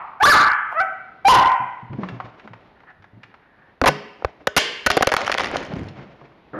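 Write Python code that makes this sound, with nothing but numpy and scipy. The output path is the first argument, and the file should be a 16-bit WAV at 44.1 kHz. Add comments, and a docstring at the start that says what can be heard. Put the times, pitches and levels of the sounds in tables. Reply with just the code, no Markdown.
"""Three loud yelps of a big dog in a hard-walled hallway, close enough to overload a small camera's microphone.
Each yelp is a set of harmonics and breath under a moving mouth resonance.
The dog pads over, paws booming on boards and claws ticking, climbs up, knocks the camera off its shelf and
drags it clattering along: noise bursts, case modes and friction noise. Under it lie hall echoes and a hush."""
import sys
import numpy as np
from scipy import signal
from scipy.fft import rfft, irfft, next_fast_len
from scipy.io import wavfile
from scipy.ndimage import uniform_filter1d

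SR = 44100
rng = np.random.default_rng(int(sys.argv[2]) if len(sys.argv) > 2 else 0)


def transcribe(signal):
    """Save signal, clipped to [-1, 1], as a 16-bit WAV file at the path in sys.argv[1]."""
    frames = np.atleast_2d(signal).T
    limited = np.clip(frames, -1, 1)
    pcm = np.round(limited * 32767).astype(np.int16)
    wavfile.write(sys.argv[1], SR, pcm)


def boost_factor(decibels):
    """Convert a level in decibels to a linear amplitude factor."""
    exponent = np.asarray(decibels, float) / 20
    return 10 ** exponent


N = 290605
T = np.arange(N) / SR  # time in seconds


def colour(x, points):
    """Causal filter by (Hz, dB) points: the phase comes from the folded cepstrum of the log gain."""
    hz, db = np.transpose(points)
    size = 2 * next_fast_len(len(x) // 2 + SR // 2)
    f = np.arange(size // 2 + 1) * SR / size + 1  # 1 Hz up, so that the logarithm exists
    gain = boost_factor(np.interp(np.log(f), np.log(hz), db))
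    cepstrum = irfft(np.log(gain), size)
    cepstrum[1:size // 2] *= 2
    cepstrum[size // 2 + 1:] = 0
    response = np.exp(rfft(cepstrum))
    return irfft(rfft(x, size) * response, size)[:len(x)]


def coloured_noise(points):
    """Steady noise of rms 1 with the spectrum given by (Hz, dB) points."""
    return unit(colour(rng.standard_normal(N), points))


def unit(x):
    """Scale to rms 1."""
    return x / np.sqrt(np.mean(x ** 2))


def band(x, hz, width):
    """Two-pole resonance."""
    return signal.lfilter(*signal.iirpeak(min(hz, .4 * SR), hz / width, fs=SR), x)


def steep(x, hz, width):
    """The same resonance three times, for steeper sides."""
    return band(band(band(x, hz, width), hz, width), hz, width)


def walk(rate):
    """Random levels held 1 / rate s and slewed; spread near 1."""
    hold = int(SR / rate)
    levels = np.repeat(rng.standard_normal(N // hold + 1), hold)
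    return 1.2 * uniform_filter1d(levels, hold)[:N]


def add(out, s, x):
    """Mix x into out from time s."""
    i = int(s * SR)
    out[i:i + len(x)] += x[:N - i]


def curves(tables):
    """Columns of several tables over time, at -90 dB between them."""
    rows = []
    for table in tables:
        first, last = table[0], table[-1]
        rows += [(first[0] - .02, -90, *first[2:]), *table, (last[0] + 0.0097, -90, *last[2:])]
    s, *columns = np.transpose(rows)
    return [np.interp(T, s, c) for c in columns]


def barks():
    """Vocal folds as harmonics under a mouth resonance; roughness shakes pitch, alternates cycles, adds breath."""
    # the yelps, one list each: time_s, pitch_hz, level_db, mouth_resonance_hz, roughness (0-1)
    yelps = [
        [(.201, 734, -30, 1250, 0.13), (.21, 780, -8, 1300, 0.2), (.22, 882, -8.5, 1320, 0.03),
         (.233, 869, 11, 1290, 0.54), (.237, 1128, 4.5, 1150, 0.2), (.253, 1195, 17.5, 1270, 0.11),
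         (.2545, 465.4, 9, 1330, 0), (.268, 557.2, 4, 1620, 0.15), (.288, 590.7, 9.5, 1450, 0.11),
         (.312, 566.8, 13, 1560, 0), (.331, 429.2, 8.5, 1380, .15), (.372, 405.7, -16, 1230, .5)],
        [(.704, 171, -57, 1180, 0.62), (.724, 169.9, -31, 1100, 0.9), (.74, 197.8, -38.5, 930, 0.63),
         (.746, 597.5, -27, 800, 0.18), (.764, 610, -18.5, 1110, 0), (.776, 664, -15, 1250, 0.02),
         (.795, 647.5, -9.5, 1280, 0.05), (.808, 745.4, -10, 1450, 0.19), (.822, 775.7, -12.5, 1350, 0.25),
         (.834, 727, -25, 1300, .1)],
        [(1.247, 800, -26.5, 880, .2), (1.254, 779.5, 0, 910, 0.19), (1.264, 783.4, -1.5, 900, 0.15),
         (1.282, 833, 16, 920, 0.14), (1.286, 454.7, 11, 980, 0.18), (1.3, 522, 8, 1100, 0.18),
         (1.316, 517, 8, 1080, 0.3), (1.335, 483.8, -1.5, 1090, 0.11), (1.352, 505, 11, 1150, 0.47),
         (1.375, 500, -40, 1100, 0.27)],
    ]
    tilt_db, throat_db, half_db, breath_db = -10.5, -16.5, -15.5, -13  # tilt is per octave
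    jitter = .12  # share of the pitch
    points = np.concatenate(yelps)
    hz, db, mouth, rough = (np.interp(T, points[:, 0], c) for c in points[:, 1:].T)
    # the resonance is 542 Hz wide at level 0 dB and narrows as the voice gets louder
    width = 542 * boost_factor(-0.39 * db)
    on = sum((T > b[0][0]) & (T < b[-1][0]) for b in yelps) > 0
    phase = 2 * np.pi * np.cumsum(hz * (1 + jitter * rough * walk(700))) / SR
    voice = np.zeros(N)
    for k in np.arange(1, 15) / 2:
        f = k * hz[on]
        tilt = boost_factor(tilt_db * np.log2(f / mouth[on]))
        shape = tilt / (1 + ((f - mouth[on] ** 2 / f) / width[on]) ** 2) ** 0.86
        shape = shape + boost_factor(throat_db) / (1 + ((f - 1980) / 250) ** 2)  # a fixed resonance of the throat
        # the short tract radiates a narrow range
        shape = shape / (1 + (f / 3000) ** 10) / (1 + (700 / f) ** 10)
        # strong and weak cycles in turn put lines between the harmonics
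        share = 1 if k % 1 == 0 else boost_factor(half_db) * np.sqrt(np.clip(rough[on], 0, 1))
        voice[on] += share * shape * np.sin(k * phase[on])
    air_noise = coloured_noise([(300, -27), (700, -18.0), (1400, -4.5), (3100, -3.0), (3600, -23.0)])
    breath = boost_factor(breath_db) * np.clip(rough, 0, 1) * air_noise
    flutter = boost_factor(1.7 * rough * walk(220))
    return on * boost_factor(db) * (voice * flutter + breath)


def blows():
    """Each blow grinds for its contact time, some jolt the diaphragm; returns the case shock and the hall's share."""
    # blows on the camera housing: start_s, level_db, contact_pitch_hz, contact_ms, share_into_hall_db
    hits = [(3.815, -6, 940, 2.2, -9), (3.839, -11, 740, 10.5, -41.5), (3.859, -3, 960, 31.6, -8.5),
            (3.876, 6.5, 1270, 10, -11.5), (4.223, -33, 664, 2.4, -3), (4.247, -13, 926, 3.6, -29),
            (4.471, 1.5, 1290, 3.55, -15.5), (4.565, 13, 1325, 4.7, -17), (4.574, 11.5, 1600, 7.5, -6.5),
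            (4.863, 4, 1320, 8.3, -13), (4.902, -0.5, 1130, 4.3, 3.5), (4.915, -9.5, 2300, 1.2, -24),
            (4.969, -0.5, 654, 7.4, -30), (5.009, -12.5, 550, 1.4, -30), (5.024, 3, 940, 6.5, -30),
            (5.071, 6.5, 1044, 2.9, -35), (5.09, -20.5, 1500, 3.9, -12), (5.118, -6.5, 900, 5.5, -30),
            (5.139, -0.5, 920, 1.16, -18), (5.166, -2.5, 1580, 1.3, 2), (5.176, -27, 800, 64, -17),
            (5.278, -12, 1160, 0.67, -22), (5.297, -16, 905, 5.9, -20), (5.317, -12.5, 2260, 1.4, -23),
            (5.324, -14, 1680, 1.7, 5), (5.342, -15, 1600, 0.74, -21), (5.349, -15, 930, 0.97, 6),
            (5.382, -14.5, 1570, 4.1, -28), (5.396, -16, 1340, 7.1, 13.5), (5.407, -13.5, 1270, 0.7, 7.5),
            (5.444, -17, 1500, 4, -17), (5.558, -19.5, 694, 2.1, -8), (5.568, -22, 2470, 2.7, 7.5)]
    # blows that also shove the whole camera and jolt the diaphragm: start_s, level_db
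    shoves = [(3.816, -12.5), (3.86, -13.5), (3.878, -10.5), (4.248, -12.5), (4.472, -20), (4.566, -12.5),
              (4.862, -7.5), (4.904, -19), (4.968, -20.5), (5.071, -21), (5.118, -24)]
    ring_db, crack_db, fade_s = -44.5, -10.0, 0.0013
    jolt_hz, jolt_fade_s = 70.4, .006
    case, jolts, air = np.zeros((3, N))
    t = T[:int(.1 * SR)]
    noises = rng.standard_normal((len(hits), 2, len(t)))
    for (s, db, hz, ms, room_db), noise in zip(hits, noises):
        grind = np.exp(-np.clip(t - ms / 1000, 0, None) / fade_s)
        grind = grind * (1 + 2.23 * np.exp(-t / 0.00052))  # the first touch is the hardest
        thud = steep(noise[0] * grind, hz, 1.97 * hz) / np.sqrt(hz / 22000)
        crack = band(band(noise[1] * grind ** 2, 4640, 4700), 4120, 5300)
        # harder blows crack more
        hit = boost_factor(db) * (thud + boost_factor(crack_db + 0.9 * db) * crack)
        add(case, s, hit)
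        add(air, s, boost_factor(room_db) * hit)
    for s, db in shoves:
        add(jolts, s, boost_factor(db) * np.sin(2 * np.pi * jolt_hz * t) * np.exp(-t / jolt_fade_s))
    shock = case + jolts + boost_factor(ring_db) * housing(case)
    return shock, colour(air, [(100, 7.0), (1000, -25), (3000, -16.5), (7000, -19.0), (12000, -26.0)])


def housing(x):
    """The plastic case rings: each of its modes is a sine that dies away."""
    # what the housing rings with: pitch_hz, level_db, t60_s (time to fall 60 dB)
    modes = [(300, -14, 0.039), (566, 0.5, 0.029), (620, -18.5, 0.18), (800, -1.5, 0.025),
             (1500, -17, 0.11), (2300, -9.5, 0.014)]
    t = T[:int(.4 * SR)]
    ring = sum(boost_factor(db - 60 * t / t60) * np.sin(2 * np.pi * hz * t) for hz, db, t60 in modes)
    return signal.fftconvolve(x, ring)[:N]


def rattle():
    """Uneven small clicks of the case skipping along the shelf."""
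    # how strongly the housing rattles: time_s, level_db
    strength = [(4.9, -43), (5.15, -18.5), (5.2, -25), (5.3, -23.5), (5.42, -21), (5.6, -31), (5.9, -43.5)]
    rate, spread_db = 100.0, 4.5  # average clicks per second; spread per natural-log unit of chance
    ring_db, edge_db = -34.0, -9.0
    chance = rng.random((2, N))
    extra_db = -spread_db * np.log(np.maximum(chance[1], 1 / 12))
    clicks = (chance[0] < rate / SR) * boost_factor(curves([strength])[0] + extra_db)
    burst = signal.lfilter([1], [1, -.975], clicks) * rng.standard_normal(N)
    body = 4.1 * (steep(burst, 1400, 3100) + boost_factor(edge_db) * steep(burst, 4300, 3800))
    return body + boost_factor(ring_db) * housing(body)


def thumps():
    """Each step sets the boards booming at the pitch of that spot; dragging keeps them rumbling."""
    # paws and camera landing on boards and shelf: start_s, level_db, boom_pitch_hz
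    steps = [(1.598, -35, 124.9), (1.826, -38.5, 120.6), (1.897, -29.5, 108.7), (1.922, -26, 133.3),
             (1.985, -22, 210.4), (2.029, -24, 185), (2.095, -31, 184), (2.122, -29.5, 120),
             (2.24, -39, 117), (2.447, -38.5, 214.4), (2.499, -42, 112.4), (2.987, -50, 96.4),
             (3.131, -43, 106), (3.168, -45, 114), (3.82, -16, 258), (3.881, -23.5, 147),
             (3.95, -33.5, 200), (4.041, -39, 220), (4.409, -43, 300), (5.849, -34, 99), (5.9, -37, 139),
             (5.99, -34.5, 139), (6.037, -40, 136.4), (6.215, -46, 136)]
    # the case dragged over boards: time_s, level_db, boom_pitch_hz
    drag = [(5.66, -45.5, 200.3), (5.71, -29, 180.1), (5.82, -26, 134.1), (5.86, -43.5, 139),
            (6.15, -53.5, 140.9)]
    boom_cycles = 40  # cycles in which a board's boom falls by 60 dB
    drag_db, drag_hz = curves([drag])
    push = coloured_noise([(1, 3.5), (30, -9.0), (90, -8.0), (300, -16), (20000, -83)])
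    rumble = boost_factor(drag_db) * push * np.sin(2 * np.pi * np.cumsum(drag_hz) / SR)
    out = colour(rumble, [(25, -18.5), (70, 0)])
    t = T[:int(.3 * SR)]
    for (s, db, hz), noise in zip(steps, rng.standard_normal((len(steps), len(t)))):
        # neighbouring board modes blur the boom
        blur = unit(band(band(noise, 1.5 * hz, 1.4 * hz), 1.5 * hz, 1.4 * hz))
        boom = np.sin(2 * np.pi * hz * t) + .5 * blur
        soft_start = 1 - np.exp(-t / 0.0013)  # a soft pad pushes for some milliseconds
        add(out, s, boost_factor(db - 60 * t * hz / boom_cycles) * soft_start * boom)
    return out


def claws():
    """Short noise ticks, each with a ring of its own pitch."""
    # claws on the floor and shelf: start_s, level_db, pitch_hz
    ticks = [(1.931, -29.5, 1066), (2.033, -21, 1130), (2.087, -24, 1760), (2.201, -18.5, 1040),
             (2.396, -34.5, 1680), (2.475, -31, 1240), (2.534, -29, 1240), (2.803, -41.5, 1290),
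             (2.834, -40.5, 1010), (2.901, -43, 1500), (3.023, -43, 1790), (3.042, -36.5, 1306),
             (3.233, -30, 1730), (3.341, -35.5, 1270), (4.281, -52.5, 1336), (4.404, -44, 950),
             (5.619, -33, 1164), (5.651, -45, 2410), (5.716, -31, 920), (5.787, -39, 2540),
             (5.885, -35, 3000), (6.214, -35, 690)]
    t60_s = .05
    out, t = np.zeros(N), T[:int(.1 * SR)]
    for (s, db, hz), noise in zip(ticks, rng.standard_normal((len(ticks), len(t)))):
        tick = steep(noise * boost_factor(-60 * t / t60_s), 0.95 * hz, 1.39 * hz)
        add(out, s, boost_factor(db) * tick / np.sqrt(hz / 15000))
    return out


def rubbing():
    """Grainy friction noise: dull for fur, pads and housing, narrower and brighter for sliding claws."""
    # fur, paws and housing rubbing, one list per stretch: time_s, level_db
    rubs = [
        [(1.95, -55), (2.058, -43), (2.7, -61.5)],
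        [(4.2, -49.5), (4.3, -51), (4.46, -56)],
        [(5.2, -37), (5.57, -32), (5.71, -38.5), (6.19, -48.5), (6.24, -46), (6.4, -61.5), (6.5, -63)],
    ]
    # spectrum of that rubbing: frequency_hz, level_db (per Hz)
    rub_spectrum = [(180, -13), (300, -6.5), (534, -9.5), (588, -5), (1320, -13.5), (2170, -14),
                    (5520, -34), (8000, -46), (10400, -80), (17600, -120)]
    # claws sliding: time_s, level_db
    scuffs = [
        [(2.75, -59), (2.86, -56.5), (2.885, -45), (2.918, -42), (2.93, -67.5), (3.668, -54), (3.78, -62)],
    ]
    # spectrum of the sliding claws: frequency_hz, level_db (per Hz)
    scuff_spectrum = [(240, -74.5), (400, -23), (782, -2.5), (882, -8), (1810, 5), (2090, -6),
                      (7000, -52.5), (9100, -86), (15400, -120)]
    dull = boost_factor(curves(rubs)[0] + 4.0 * walk(45)) * coloured_noise(rub_spectrum)
    bright = boost_factor(curves(scuffs)[0] + 2.5 * walk(150)) * coloured_noise(scuff_spectrum)
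    return dull + bright


def shove():
    """A hollow, hoarse scrape at the end: rough noise in a few resonances."""
    # resonances of the scrape: pitch_hz, width_hz (doubled in each filter pass), level_db
    resonances = [(280, 340, -34), (500, 120, -41), (1270, 150, -35.5), (1600, 260, -38)]
    start_s, rise_s = 6.532, 0.00083
    rough = rng.standard_normal(N) * boost_factor(0.66 * walk(152.2)) * np.clip((T - start_s) / rise_s, 0, 1)
    return sum(boost_factor(db) * steep(rough, hz, 2 * width) * np.sqrt(SR / 2 / width) for hz, width, db in resonances)


def panel(air):
    """A wooden panel nearby that the blows set humming: one long mode."""
    hz, db, t60_s = 415, -42, 0.6
    t = T[:SR]
    return signal.fftconvolve(air, boost_factor(db - 60 * t / t60_s) * np.sin(2 * np.pi * hz * t))[:N]


def hall(x):
    """Dense echoes that build up, then die at each band's own rate; the echo pattern has unit energy."""
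    # how long the hallway rings: frequency_hz, t60_s (time to fall 60 dB)
    decay = [(100, 0.66), (300, 0.94), (1000, 0.68), (2500, 0.98), (5000, 0.42), (10000, 0.18)]
    build_s = 0.0059
    decay_hz, decay_s = np.transpose(decay)
    t, tail = T[:int(1.5 * SR)], 0
    for hz in 63 * 2 ** np.arange(0, 8, .5):
        t60 = np.interp(np.log(hz), np.log(decay_hz), decay_s)
        tail = tail + band(rng.standard_normal(len(t)), hz, hz / 2) * boost_factor(-60 * t / t60) / np.sqrt(t60)
    tail = tail * (1 - np.exp(-(t / build_s) ** 2))
    return signal.fftconvolve(x, tail / np.sqrt(np.sum(tail ** 2)))[:N]


def earlier_echo():
    """Echo of a bark given just before the start: coloured noise that dies away."""
    # spectrum of the echo: frequency_hz, level_db (per Hz)
    echo_spectrum = [(120, -26), (200, -37), (497, -26.5), (607, -11), (904, 1.5), (1270, 1), (1670, -14),
                     (1890, -11), (2630, -18), (6000, -76.5), (7800, -110), (13200, -120)]
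    start_db, t60_s = -29.5, 0.87
    return boost_factor(start_db - 60 * T / t60_s) * coloured_noise(echo_spectrum)


def hush():
    """Quiet background noise whose level wanders a little."""
    # spectrum of the hush: frequency_hz, level_db (per Hz)
    hush_spectrum = [(15, -46), (25, 0), (291, 1), (665, -1.5), (930, 1), (1110, -5.5), (1640, -7),
                     (2360, -9), (3950, -16), (12000, -60), (15600, -69.5), (22000, -120)]
    middle_db = -55.5
    return boost_factor(middle_db + 2.2 * walk(5)) * coloured_noise(hush_spectrum)


def scene():
    """Direct sounds and case shocks, with hall echoes of all but the thumps, panel and background."""
    voice = barks()
    case, air = blows()
    paws = claws() + rubbing() + shove()
    clatter = rattle()
    echo = hall(boost_factor(-7.5) * voice + air + boost_factor(-11.0) * paws + boost_factor(-13.0) * clatter)
    direct = voice + case + paws + clatter + thumps()
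    return (direct + echo + panel(air) + earlier_echo() + hush())[None]


def roll_off(x):
    """The treble ends steeply here."""
    return signal.sosfilt(signal.butter(12, 16510, fs=SR, output="sos"), x)


def record(dry):
    """The input clips hard off centre; a capacitor tilts the flat tops; the converter hisses and filters."""
    # converter and case after the overload, with a dip near 8 kHz and the top cut: frequency_hz, gain_db
    response = [(20, -2.5), (60, 2), (200, 1.5), (3000, -4.5), (5500, -4.5), (7000, -8), (8100, -18),
                (9200, -8), (11500, -6), (13300, -14), (14500, -13), (15700, -26.5), (16500, -105)]
    ceiling, knee, offset = 0.43, 12, 0.07  # the offset is a share of the ceiling
    hiss_db, coupling_hz = -80, 44.0
    x = dry[0] / ceiling + offset
    clipped = ceiling * x / (1 + np.abs(x) ** knee) ** (1 / knee)
    clipped = clipped + boost_factor(hiss_db) * rng.standard_normal(N)
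    pole = np.exp(-2 * np.pi * coupling_hz / SR)
    coupled = signal.lfilter([1, -1], [1, -pole], clipped - clipped[0])
    mix = colour(coupled, response)[None]
    return roll_off(mix)


dry = scene()
out = record(dry)
transcribe(out)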